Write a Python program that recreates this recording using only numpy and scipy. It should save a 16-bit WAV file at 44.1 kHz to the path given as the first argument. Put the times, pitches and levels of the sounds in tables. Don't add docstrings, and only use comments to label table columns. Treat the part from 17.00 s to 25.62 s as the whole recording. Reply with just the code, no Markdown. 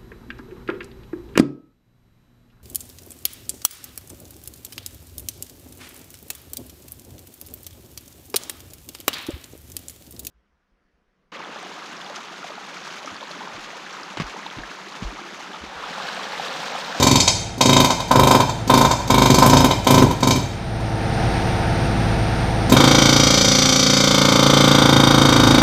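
import sys
import numpy as np
from scipy import signal
from scipy.fft import rfft, irfft
from scipy.io import wavfile
from scipy.ndimage import uniform_filter1d

SR = 44100
rng = np.random.default_rng(int(sys.argv[2]) if len(sys.argv) > 2 else 0)


def invert_db(x):
    u = np.asarray(x, float) / 20
    return 10 ** u


def generate_wav(sig):
    pcm = np.round(np.clip(np.atleast_2d(sig).T, -1, 1) * 32767).astype(np.int16)
    wavfile.write(sys.argv[1], SR, pcm)


N = 380141
LEAD = 16384
SCATTER_DB = 2.27

# start_s, strength_db, chisel_slack (0 seated, 1 slack, below 0 leaning in)
RUN_EFFORT = [
    (5.77, 2.5, 0),
    (5.98, 3, .5),
    (6.4, 1.5, 1),
    (6.83, 1, 1),
    (7.25, 1, .35),
    (7.68, 1.5, 0),
    (7.9, 0.5, -.15),
    (8.33, 0.5, 0),
    (8.6, 0.5, -.1),
]


def level(x, db):
    return x * invert_db(db) / np.sqrt(np.mean(x ** 2))


def walk(rate):
    knots = rng.standard_normal(int(N / SR * rate) + 2)
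    return np.interp(np.linspace(0, len(knots) - 1, N), np.arange(len(knots)), knots)


def even(x, width_hz):
    size = x.shape[-1]
    spectrum = rfft(x, 2 * size)
    smooth = uniform_filter1d(abs(spectrum) ** 2, 1 + int(width_hz * 2 * size / SR), axis=-1)
    flat = irfft(spectrum / np.sqrt(smooth))[..., :size]
    energy = np.sum(x ** 2, axis=-1, keepdims=True)
    return flat * np.sqrt(energy / np.sum(flat ** 2, axis=-1, keepdims=True))


def compressor():
    # multiple_of_crank_rate, level_db
    strong = [(1, -26), (3, 0.5), (4, -7.5), (5, -5.5), (6, 2.5), (7, -5.5), (8, -10.5), (9, -6),
              (10, -5.5), (11, -9), (12, -9.5), (13, -11.5), (14, -8), (15, -17), (18, -6.5), (20, -10.5),
              (28, -13.5), (30, -16.5), (32, -16.5), (36, -12), (37, -12), (38, -7.5), (39, -20.5),
              (41, -8.5), (43, -14), (44, -9), (45, -11), (48, -17.5), (50, -10), (51, -26)]
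    # pitch_hz, level_db
    motor = [(29.5, -8.5), (118, -3), (136, -8.5)]
    # pitch_hz, density_db (per Hz)
    clatter_colour = [(15, -39), (30, -12), (119, 6), (300, -12), (741, -8), (1050, -13), (1340, -8.5),
                      (2600, -16), (3100, -20.5), (3500, -19), (5800, -24.5), (7700, -43.5), (11500, -46.5),
                      (15500, -60)]
    # pitch_hz, width_hz, level_db (over the clatter)
    whistle = [(8980, 710, 20.5), (13250, 300, 15)]
    crank_hz = 18.09
    drone_db, clatter_db = -16, -22
    weak_db, weak_spread_db = -23, 5

    turn = 2 * np.pi * np.cumsum(crank_hz * (1 + 0.001 * walk(1.5))) / SR
    orders = {k: weak_db + weak_spread_db * rng.standard_normal() for k in range(1, 56)}
    orders.update({round(k): db for k, db in strong})
    tones = [(k * turn, db) for k, db in orders.items()]
    tones += [(hz / crank_hz * turn, db) for hz, db in motor]
    drone = 0
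    for phase, db in tones:
        drone = drone + invert_db(db + 2.0 * walk(6)) * np.cos(phase + rng.uniform(0, 2 * np.pi))

    f = np.fft.rfftfreq(N, 1 / SR)
    hz, db = np.transpose(clatter_colour)
    colour_db = np.interp(np.log(f + 1), np.log(hz), db)
    for centre_hz, width_hz, peak_db in whistle:
        colour_db = colour_db + peak_db / (1 + ((f - centre_hz) / width_hz) ** 2)
    clatter = irfft(rfft(rng.standard_normal(N)) * invert_db(colour_db), N)
    throb = invert_db(0.17 * np.cos(turn) + 0.29 * np.cos(2 * turn) + 0.5 * walk(18))
    return level(drone, drone_db) + level(clatter * throb, clatter_db)


def garage(echo_db, room_db, t60_s, valve_db):
    # delay_s, level_db
    echoes = [
        (.004, 2.5),
        (.0117, -.5),
        (.0195, -5),
        (.0272, -9),
    ]
    t = np.arange(SR) / SR
    build_up = np.clip((t - echoes[0][0]) / 0.0081, 0, 1)
    tail = even(rng.standard_normal(SR) * 1000 ** (-t / t60_s) * build_up, 40)
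    path = invert_db(room_db) * tail / np.sqrt(np.sum(tail ** 2))
    path[0] = invert_db(valve_db)
    for delay_s, db in echoes:
        path[int(delay_s * SR)] += invert_db(db + echo_db)
    return path


def ring(hz, t60s, dbs, dense_db, dense_hz, dense_t60, size=16384):
    t = np.arange(size) / SR
    named = 0
    for k in range(len(hz)):
        decay = 1000 ** (-t / t60s[k])
        named = named + (-1) ** k * invert_db(dbs[k]) * np.sin(2 * np.pi * hz[k] * t) * decay
    band = signal.butter(2, [dense_hz, 0.92 * hz[-1]], "bandpass", fs=SR, output="sos")
    dense = signal.sosfilt(band, even(rng.standard_normal(size) * 1000 ** (-t / dense_t60), 220))
    return named + invert_db(dense_db) * dense * np.sqrt(np.sum(named ** 2) / np.sum(dense ** 2))


def struck(times, db, response, chatter_s, chatter_db, alike):
    alike = np.clip(alike, 0, .99)
    t = np.arange(1024) / SR
    fresh = rng.standard_normal((len(times), len(t)))
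    shape = t * np.exp(-2 * t / chatter_s)
    pattern = signal.lfilter([np.sqrt(1 - alike ** 2)], [1, -alike], fresh, axis=0) * shape
    pattern *= invert_db(chatter_db) / np.sqrt(np.sum(shape ** 2))
    pattern[:, 0] = 1
    pattern = even(pattern, 400)
    first = signal.fftconvolve(pattern, response[None, :1024], axes=1)[:, :1024]
    gain = invert_db(db) / np.sqrt(np.mean(first ** 2, axis=1))
    force = np.zeros(N + LEAD + 4096)
    place = np.round(times * SR).astype(int)[:, None] + LEAD + np.arange(len(t))
    np.add.at(force, place, pattern * gain[:, None])
    return signal.fftconvolve(force, response)[LEAD:LEAD + N]


def pings(times):
    # pitch_hz, level_db, start_s (after the blow)
    tones = [
        (3648, -7, 0.0028),
        (4690, 2, 0.014),
    ]
    ping_db, slack_db = -15.5, -15.5
    free_s, reseat_t60_s = 0.012, 0.034
    t = np.arange(2048) / SR
    drift = 1 + .003 * rng.standard_normal((len(times), 1))
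    tone = 0
    for hz, db, late_s in tones:
        onset = np.clip((t - late_s) / .002, 0, 1)
        tone = tone + invert_db(db) * onset * np.sin(2 * np.pi * hz * drift * t)
    at, db, slack = np.transpose(RUN_EFFORT)
    effort_db = np.interp(times, at, db + slack_db * slack)
    gain = invert_db(ping_db + effort_db + SCATTER_DB * rng.standard_normal(len(times)))
    tone = tone * gain[:, None] * 1000 ** (-np.clip(t - free_s, 0, None) / reseat_t60_s)
    out = np.zeros(N + SR)
    np.add.at(out, np.round(times * SR).astype(int)[:, None] + np.arange(len(t)), tone)
    return out[:N]


def strokes():
    # start_s, strength_db, bench_thump_db
    triggers = [
        (0.578, 2, 4),
        (1.078, 2, -2),
        (1.674, 11, 0),
        (2.0745, 9, -13),
        (2.8426, 7, -10),
        (3.2033, 6, -5),
        (5.695, 16, 0),
    ]
    # first_s, last_s, slow_start_s, strength_db, chisel_slack (0-1)
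    trains = [
        (-.112, 0.0244, 0.0022, -0.5, 0.6),
        (0.067, 0.1536, 0, -2, 0.84),
        (0.608, 0.8, 0.011, -2, 0.53),
        (1.1101, 1.347, 0.0058, -0.5, 0),
        (1.6976, 1.8466, .002, 0, 0),
        (2.101, 2.256, 0, -0.5, 0),
        (2.3, 2.3826, 0, -0.5, 0.42),
        (2.4225, 2.6019, .0015, 0, 0.02),
        (2.8684, 2.9773, 0, 0.5, 0.17),
        (3.2276, 3.3054, 0.0083, -1.5, 0.27),
    ]
    # start_s,
    # strength_db, chisel_slack (0 seated, 1 slack; may go beyond either), air_lost_db
    fading = [(.1996, -3.5, 1.3, 13), (0.2752, -1.5, 1.3, 22), (.8433, 1, .2, 8), (0.9024, 2, .2, 15.5),
              (1.0001, -8, .2, 18), (1.4016, 1, -.3, 5.5), (1.4915, -9, -.1, 18), (1.9091, 3, 0, 24),
              (2.005, -18, -.4, 12), (2.642, -1, 0, -1), (2.7074, -2.5, 0, 7), (3.0209, -6.5, -.1, -7.5),
              (3.1076, -10, 0, 5), (3.3566, -15, .4, -10), (3.3992, -28, -.6, -1), (3.8006, -23, -.5, 11),
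              (5.7203, -3, .3, -11)]
    # stroke_number, gap_ms
    run_gap = [(0, 36.19), (12, 35.56), (24, 34.63), (36, 35.26), (58, 35.77), (80, 36.82)]
    # bench_db, vise_db, part_db, chisel_db, exhaust_db
    click_db = (-32.5, -44, -48, -41.5, -51)
    burst_db = (-11.5, -11, -21.5, -22.5, -29)
    burst_slack_db = (1.5, -4, 7.5, 9, -0.5)
    run_db = (-13.5, -15.5, -19, -23, -33)
    run_slack_db = (-5, -6.5, -1, 6, -2.5)
    # bench, vise, part, chisel, exhaust (dB per dB)
    air_share = (0.87, 0.22, 0.25, 0.075, 0.61)
    stroke_s, run_start_s = .039, 5.7676
    filling_db = 3.5

    rows = []
    for first, last, slow, db, slack in trains:
        gaps = round((last - first - slow) / stroke_s)
        pulled = any(0 < first - pull[0] < stroke_s for pull in triggers)
        rows += [(first, db, slack, filling_db * pulled)]
        rows += [(s, db, slack, 0) for s in np.linspace(first + slow, last, gaps + 1)[1:]]
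    s, db, slack, lost = np.array(sorted(rows + list(fading))).T[:, :, None]
    blows = np.hstack([s, db + burst_db + slack * burst_slack_db - lost * air_share])
    blows[:, 1:] += SCATTER_DB * rng.standard_normal((len(blows), len(burst_db)))
    clicks = []
    for s, db, thump_db in triggers:
        clicks.append((s, *(db + np.add(click_db, (thump_db, 0, 0, 0, 0)))))

    count = np.arange(run_gap[-1][0])
    gaps_ms = np.interp(count, *np.transpose(run_gap))
    times = run_start_s + np.cumsum(np.r_[0, gaps_ms]) / 1000
    at, db, slack = np.transpose(RUN_EFFORT)
    db, slack = (np.interp(times, at, column)[:, None] for column in (db, slack))
    run = np.hstack([times[:, None], db + run_db + slack * run_slack_db])
    return np.vstack([blows, clicks]), run


def hammer():
    # pitch_hz, t60_s, burst_db, run_db
    bench = [(54.5, 0.29, -4, -32), (90.6, 0.33, 8, -1.5), (131.15, 0.39, 6, 2.5), (202, 0.033, -14, -16),
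             (247, 0.023, -22, -6), (298, 0.3, -4, -5), (374, 0.082, -23, -1)]
    vise = [(440.4, 0.1, -48, -9.5), (565, 0.05, 4, 3.5), (650, 0.016, -15, -16), (826, 0.034, -2, 6),
            (959, 0.022, 12, 6), (1134, 0.13, -34, -9.5), (1423, 0.011, 1, 1), (1534, 0.0073, -1, -39)]
    part = [(2100, 0.045, -26, -5.5), (2112, 0.021, -5.5, -1), (2368, 0.047, -6, -13),
            (3200, 0.026, -24, -25), (3143, 0.034, -7.5, -9), (3700, 0.016, 2.5, -2),
            (4108, 0.02, -9, -14.5)]
    chisel = [(4440, 0.024, 7, 9.5), (4740, 0.047, 0.5, 1), (4900, 0.039, -0.5, 5),
              (5138, 0.19, -1.5, -7.5), (5740, 0.035, 3, 2.5), (5940, 0.027, 1, 3), (5955, 0.022, 12.5, 8),
              (6500, 0.026, -9, -5), (6550, 0.028, -5, -10), (6400, 0.0091, 1, -2),
              (7390, 0.017, -13.5, 4.5), (7260, 0.022, 4, -43), (7710, 0.061, -25, -4),
              (7820, 0.02, 6, -16)]
    exhaust = [(8470, 0.0053, 9, 18), (9700, 0.033, -5, 1), (13060, 0.0074, 5, 9), (14600, .008, -6, -10),
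               (15600, 0.0036, -25, -5)]
    # chatter_s, chatter_db (over the clean blow), likeness (stroke to stroke, 0-1),
    # lead_s (over the blow), dense_db (small modes), dense_lowest_hz, dense_t60_s, echo_db, room_db, room_t60_s
    contact = [
        (0.0028, -14, 0.76, 0.003486, 1.5, 93, 0.0012, 1, 4, 0.43),
        (0.001, -9.5, 0.97, 0.00303, -5, 796, 0.0093, -1.5, -1.5, 0.48),
        (0.0062, 6, 0.86, 0.000966, -8.5, 2370, 0.013, -8, -7, 0.83),
        (0.0085, 13.5, 0.69, .0008, -1.5, 4840, 0.007, -8.5, -4, 0.56),
        (0.0035, 6, 0, 0.00051, -0.5, 5600, 0.013, -7, -10, 0.56),
    ]
    # chatter_stretch (ratio), extra_chatter_db, delay_s, valve_thump_db
    poses = [
        (0.48, 7.5, .002, -3.5),
        (0.79, -0.5, .0001, -1),
    ]
    low_cuts_hz = (35, 140)

    out, played = 0, strokes()
    for k, modes in enumerate((bench, vise, part, chisel, exhaust)):
        chatter_s, chatter_db, alike, lead_s, *dense, echo_db, room_db, room_t60_s = contact[k]
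        hz, t60s, *colours = np.transpose(modes)
        for rows, dbs, pose, cut_hz in zip(played, colours, poses, low_cuts_hz):
            stretch, loose_db, delay_s, valve_db = pose
            body = ring(hz, t60s, dbs, *dense)
            response = signal.fftconvolve(body, garage(echo_db, room_db, room_t60_s, valve_db))
            low_cut = signal.butter(4, cut_hz, "highpass", fs=SR, output="sos")
            response = signal.sosfilt(low_cut, response)
            times = rows[:, 0] - lead_s + delay_s
            blow_db = rows[:, k + 1] - 1.5
            out = out + struck(times, blow_db, response, stretch * chatter_s, chatter_db + loose_db, alike)
    return out + pings(played[1][:, 0])


def scene():
    # start_s, level_db
    ducking = [(0, -6.5), (.55, -15.5), (1.1, -13), (2.4, -9), (3.55, -11.5), (4.25, -2), (5.698, -2.5),
               (7, -13), (8.62, -3)]
    gain = invert_db(np.interp(np.arange(N) / SR, *np.transpose(ducking)))
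    return (hammer() + gain * compressor())[None]


def low_pass(x):
    return signal.sosfilt(signal.butter(12, 15710, fs=SR, output="sos"), x)


def record(dry):
    bass_cut = signal.butter(1, 18, "highpass", fs=SR, output="sos")
    top_cut = signal.cheby1(8, 1, 14940, fs=SR, output="sos")
    heard = signal.sosfilt(top_cut, signal.sosfilt(bass_cut, dry))
    return low_pass(np.clip(heard, -1, 1))


dry = scene()
out = record(dry)
generate_wav(out)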